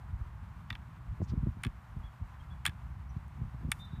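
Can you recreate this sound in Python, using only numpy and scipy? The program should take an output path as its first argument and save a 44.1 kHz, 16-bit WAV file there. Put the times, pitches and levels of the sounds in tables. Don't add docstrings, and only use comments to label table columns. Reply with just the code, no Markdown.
import sys
import numpy as np
from scipy import signal
from scipy.fft import rfft, irfft
from scipy.io import wavfile

SR = 44100
rng = np.random.default_rng(int(sys.argv[2]) if len(sys.argv) > 2 else 0)


def generate_wav(sig):
    pcm = np.round(np.clip(np.atleast_2d(sig).T, -1, 1) * 32767).astype(np.int16)
    wavfile.write(sys.argv[1], SR, pcm)


N = 176400
CHEST_DELAY_S = 0.002574

# frequency in Hz, relative level in dB, T60 in seconds.
WOOD_MODES = [(830, -15, 0.017), (1195, -6, .028), (1697, -1.5, 0.035), (1818, -4, 0.035),
              (2170, -2, 0.016), (2250, -5.5, 0.021), (2606, -10.5, 0.042), (3220, 2, 0.006),
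              (3410, 3, 0.017), (3596, -1.5, 0.013), (3820, -10.5, 0.02), (4280, -8.5, 0.012),
              (5620, -7.5, 0.0024)]
TICK_MODES = [(7120, -6, 0.011), (7640, -10.5, 0.012), (8640, 2, 0.0058), (9390, -0.5, 0.01),
              (9860, -5.5, 0.0097), (11260, -12.5, 0.0088)]
SNAP_MODES = [(12000, 5.5, .009), (13500, -2, 0.015), (14500, 3, .009)]
# start in seconds, knock level off the chest in dB, ring level in dB,
# frequency favoured by the contact point in Hz, tick level in dB, snap level in dB, grip pitch ratio.
TOUCHES = [(0.7029, -23.5, -41, 3040, -55, -61, 1.06), (0.7270, -46, -47.5, 3600, -64, -71, 1.03),
           (0.7517, -32, -49.5, 2500, -65, -73, 0.965), (1.6354, -21, -42.5, 2100, -38.5, -55, 1),
           (1.6484, -29.5, -36, 1200, -47, -61, 0.98), (1.6659, -35, -46.5, 1700, -57, -64, .98),
           (2.653, -13.5, -41.5, 1650, -33, -47, .98), (2.6630, -31, -26.5, 3280, -25.5, -42, 0.98),
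           (2.6745, -28, -39, 1810, -47, -62, 1.02), (2.680, -30.5, -49, 1800, -48, -62, 1),
           (2.694, -43, -47.5, 1900, -60, -69, .97), (3.7169, -15, -30.5, 3400, -26, -43, 1.014)]


def clacks():
    favour_db, favour_octaves = 4.5, 0.86
    crack_db, crack_decay_s = -14, .0018
    direct_knock_db, chest_ring_db = -12.5, -10
    out, t = np.zeros(N), np.arange(SR // 10) / SR
    pulse = band(band(signal.unit_impulse(len(t)), [1212, 2882], "band"), 4100)
    pulse = -pulse / np.abs(pulse).max()
    for start_s, knock_db, ring_db, favoured_hz, tick_db, snap_db, pitch_ratio in TOUCHES:
        modes = [(hz, db + favour_db * np.exp(-(np.log2(hz / favoured_hz) / favour_octaves) ** 2), t60_s)
                 for hz, db, t60_s in WOOD_MODES]
        hiss = band(rng.standard_normal(len(t)), [1000, 10000], "band")
        crack = from_db(crack_db) * hiss * np.exp(-t / crack_decay_s)
        wood = from_db(ring_db) * ring(modes, pitch_ratio * t)
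        wood += from_db(tick_db) * (ring(TICK_MODES, t) + crack)
        wood += from_db(snap_db) * ring(SNAP_MODES, t)
        knock = from_db(knock_db) * pulse
        direct = wood + from_db(direct_knock_db) * knock
        chest_echo = delay(knock + from_db(chest_ring_db) * wood, CHEST_DELAY_S)
        add(out, start_s, band(direct + chest_echo, 300, "high"))
    return out


def ring(modes, t, scatter_db=1.2):
    hz, db, t60_s = np.transpose(modes)[:, :, None]
    strength_db = db + scatter_db * rng.standard_normal(db.shape)
    sign = (-1) ** np.arange(len(hz))[:, None]
    return np.sum(sign * from_db(strength_db - 60 * t / t60_s) * np.sin(2 * np.pi * hz * t), axis=0)


# centre in seconds, level in dB, length in seconds, lower edge in Hz, upper edge in Hz.
STRING_SWISHES = [(1.24, -68.5, .022, 4800, 7300), (1.297, -61.5, 0.021, 2960, 5740),
                  (3.172, -72, 0.0064, 2500, 5500), (3.282, -70.5, 0.003, 3000, 14000),
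                  (3.742, -72, 0.07, 3950, 13900), (3.80, -70.5, 0.032, 3970, 14000),
                  (3.853, -75, 0.013, 4000, 14000)]


def string(grain_db=0.5, grain_hz=406):
    out = np.zeros(N)
    grain = from_db(grain_db * drift(grain_hz))
    for centre_s, db, length_s, low_hz, high_hz in STRING_SWISHES:
        hiss = band(grain * rng.standard_normal(N), [low_hz, high_hz], "band")
        out += from_db(db) * burst(hiss, centre_s, length_s)
    return out


def field(x):
    ground_echo = from_db(-16) * band(delay(x, .0058), 9000)
    scatter = from_db(-19) * tail(x, t60_s=.04)
    far_tail = from_db(-36) * tail(x, t60_s=.35)
    return x + ground_echo + scatter + far_tail


# frequency in Hz, relative density in dB.
RUMBLE_SPECTRUM = [(20, -39), (35, -20), (58, 4.5), (85, -3), (125, -1), (200, -14), (300, -28), (500, -44),
                   (1000, -88.5)]
# time in seconds, level in dB.
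RUMBLE_LEVELS = [(0, -46.5), (.35, -46), (0.799, -47.5), (1.1, -45), (1.4, -39), (1.62, -48), (1.8, -49.5),
                 (2.05, -53), (2.3, -50), (2.65, -47.5), (2.9, -44.5), (3.25, -47.5), (3.5, -48.5),
                 (3.78, -44), (4, -47)]
# centre in seconds, level in dB, length in seconds, upper edge in Hz.
EDDIES = [(0.133, -35.5, 0.032, 105), (0.208, -34, 0.022, 124), (0.266, -42, 0.023, 124),
          (0.428, -38, 0.027, 116), (0.719, -38, 0.027, 140), (1.085, -39.5, 0.061, 90),
          (1.127, -41, 0.026, 89.5), (1.206, -37, 0.013, 377), (1.2185, -31, 0.0059, 553),
          (1.228, -30, 0.017, 178), (1.321, -32, 0.012, 152), (1.337, -33, 0.026, 267),
          (1.377, -29, 0.037, 176), (1.433, -25, 0.014, 172), (1.471, -28, 0.013, 271),
          (1.485, -29, 0.017, 173), (1.573, -37, 0.036, 163), (1.668, -28, 0.017, 236),
          (1.969, -38.5, 0.062, 178), (2.042, -42, 0.069, 120), (2.22, -34, 0.023, 158),
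          (2.41, -42.5, 0.04, 94.5), (2.515, -41, 0.032, 132), (2.687, -37.5, 0.016, 202),
          (2.956, -44, 0.016, 147), (3.168, -34.5, 0.024, 150), (3.418, -33, 0.075, 169),
          (3.547, -41.5, 0.022, 216), (3.65, -36, 0.053, 238), (3.688, -30.5, 0.017, 222),
          (3.936, -38, 0.02, 208), (3.984, -40, 0.026, 228)]


def wind(gust_db=.8, gust_hz=14, thump_db=-2, churn_db=-6):
    rumble_db = np.interp(np.arange(N) / SR, *np.transpose(RUMBLE_LEVELS))
    out = coloured(RUMBLE_SPECTRUM) * from_db(rumble_db + gust_db * drift(gust_hz))
    for centre_s, db, length_s, edge_hz in EDDIES:
        onset_s = centre_s - .5 / edge_hz
        thump = signal.unit_impulse(N, int(onset_s * SR)) + 1e-18 * rng.standard_normal(N)
        churn = rng.standard_normal(N)
        for push, part_db, top_hz in ((thump, thump_db, .8 * edge_hz), (churn, churn_db, edge_hz)):
            dull_push = band(band(push, top_hz, order=3), top_hz / 2, order=1)
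            eddy = band(dull_push, 60.5, "high")
            out += from_db(db + part_db) * burst(eddy, centre_s, length_s)
    return band(out, 34, "high", order=6)


# start in seconds, length in seconds, peak pitch in Hz, level in dB, arch height in Hz.
BIRD_CALLS = [(2.025, 0.066, 3385, -67, 216), (2.395, 0.028, 3240, -69, 161),
              (2.497, 0.049, 3414, -67, 150), (3.088, .026, 6020, -72.5, 900),
              (3.787, 0.083, 3623, -55.5, 63), (3.79, 0.1, 3920, -67.5, 110), (3.86, 0.14, 3580, -75, 15),
              (3.90, 0.1, 3840, -71, 40)]


def birds(waver_ratio=.008, trees_db=-10):
    out = np.zeros(N)
    for start_s, length_s, peak_hz, db, arch_hz in BIRD_CALLS:
        position = np.linspace(-1, 1, int(length_s * SR))
        pitch_hz = peak_hz * (1 + waver_ratio * drift(420)[:len(position)]) - arch_hz * position ** 2
        whistle = np.sqrt(2) * np.sin(2 * np.pi * np.cumsum(pitch_hz) / SR)
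        swell = signal.windows.tukey(len(position), .5)
        add(out, start_s, from_db(db) * swell * whistle)
    return out + from_db(trees_db) * tail(out, t60_s=.4)


# frequency in Hz, relative density in dB.
TRAFFIC_SPECTRUM = [(200, -4.5), (450, -10.5), (700, 0), (1000, 5.5), (1400, 0.5), (2200, -7.5),
                    (3300, -16), (5000, -23), (9300, -26), (10400, -29.5), (11500, -27.5), (15500, -28.5)]


def traffic(level_db=-60.5, waver_db=0.74, waver_hz=4.3):
    return from_db(level_db + waver_db * drift(waver_hz)) * coloured(TRAFFIC_SPECTRUM)


def from_db(db):
    return 10 ** (np.asarray(db) / 20)


def unit_rms(x):
    return x / np.sqrt(np.mean(x ** 2) + 1e-20)


def band(x, hz, kind="low", order=2):
    return signal.sosfilt(signal.butter(order, np.clip(hz, 10, .45 * SR), kind, fs=SR, output="sos"), x)


def add(out, start_s, x):
    i = max(int(start_s * SR), 0)
    out[i:i + len(x)] += x[:max(len(out) - i, 0)]


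def delay(x, delay_s):
    samples = np.arange(len(x))
    return np.interp(samples - delay_s * SR, samples, x, left=0)


def drift(hz):
    return unit_rms(band(rng.standard_normal(N + SR), hz)[SR:])


def coloured(spectrum):
    hz, db = np.transpose(spectrum)
    bins_hz = np.maximum(np.fft.rfftfreq(N, 1 / SR), 1)
    gain = from_db(np.interp(np.log(bins_hz), np.log(hz), db))
    return unit_rms(irfft(rfft(rng.standard_normal(N)) * gain, N))


def burst(x, centre_s, length_s):
    puff = x * np.exp(-2 * ((np.arange(N) / SR - centre_s) / length_s) ** 2)
    return puff * np.sqrt(length_s * SR / (np.sum(puff ** 2) + 1e-20))


def tail(x, t60_s):
    t = np.arange(SR) / SR
    echoes = rng.standard_normal(len(t)) * np.exp(-np.log(1000) * t / t60_s) * (t > CHEST_DELAY_S)
    return signal.fftconvolve(x, echoes / np.linalg.norm(echoes))[:N]


def scene():
    return (field(clacks() + string()) + wind() + birds() + traffic())[None]


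def record(dry):
    return signal.sosfilt(signal.ellip(10, .1, 70, 15200, fs=SR, output="sos"), dry)


dry = scene()
out = record(dry)
generate_wav(out)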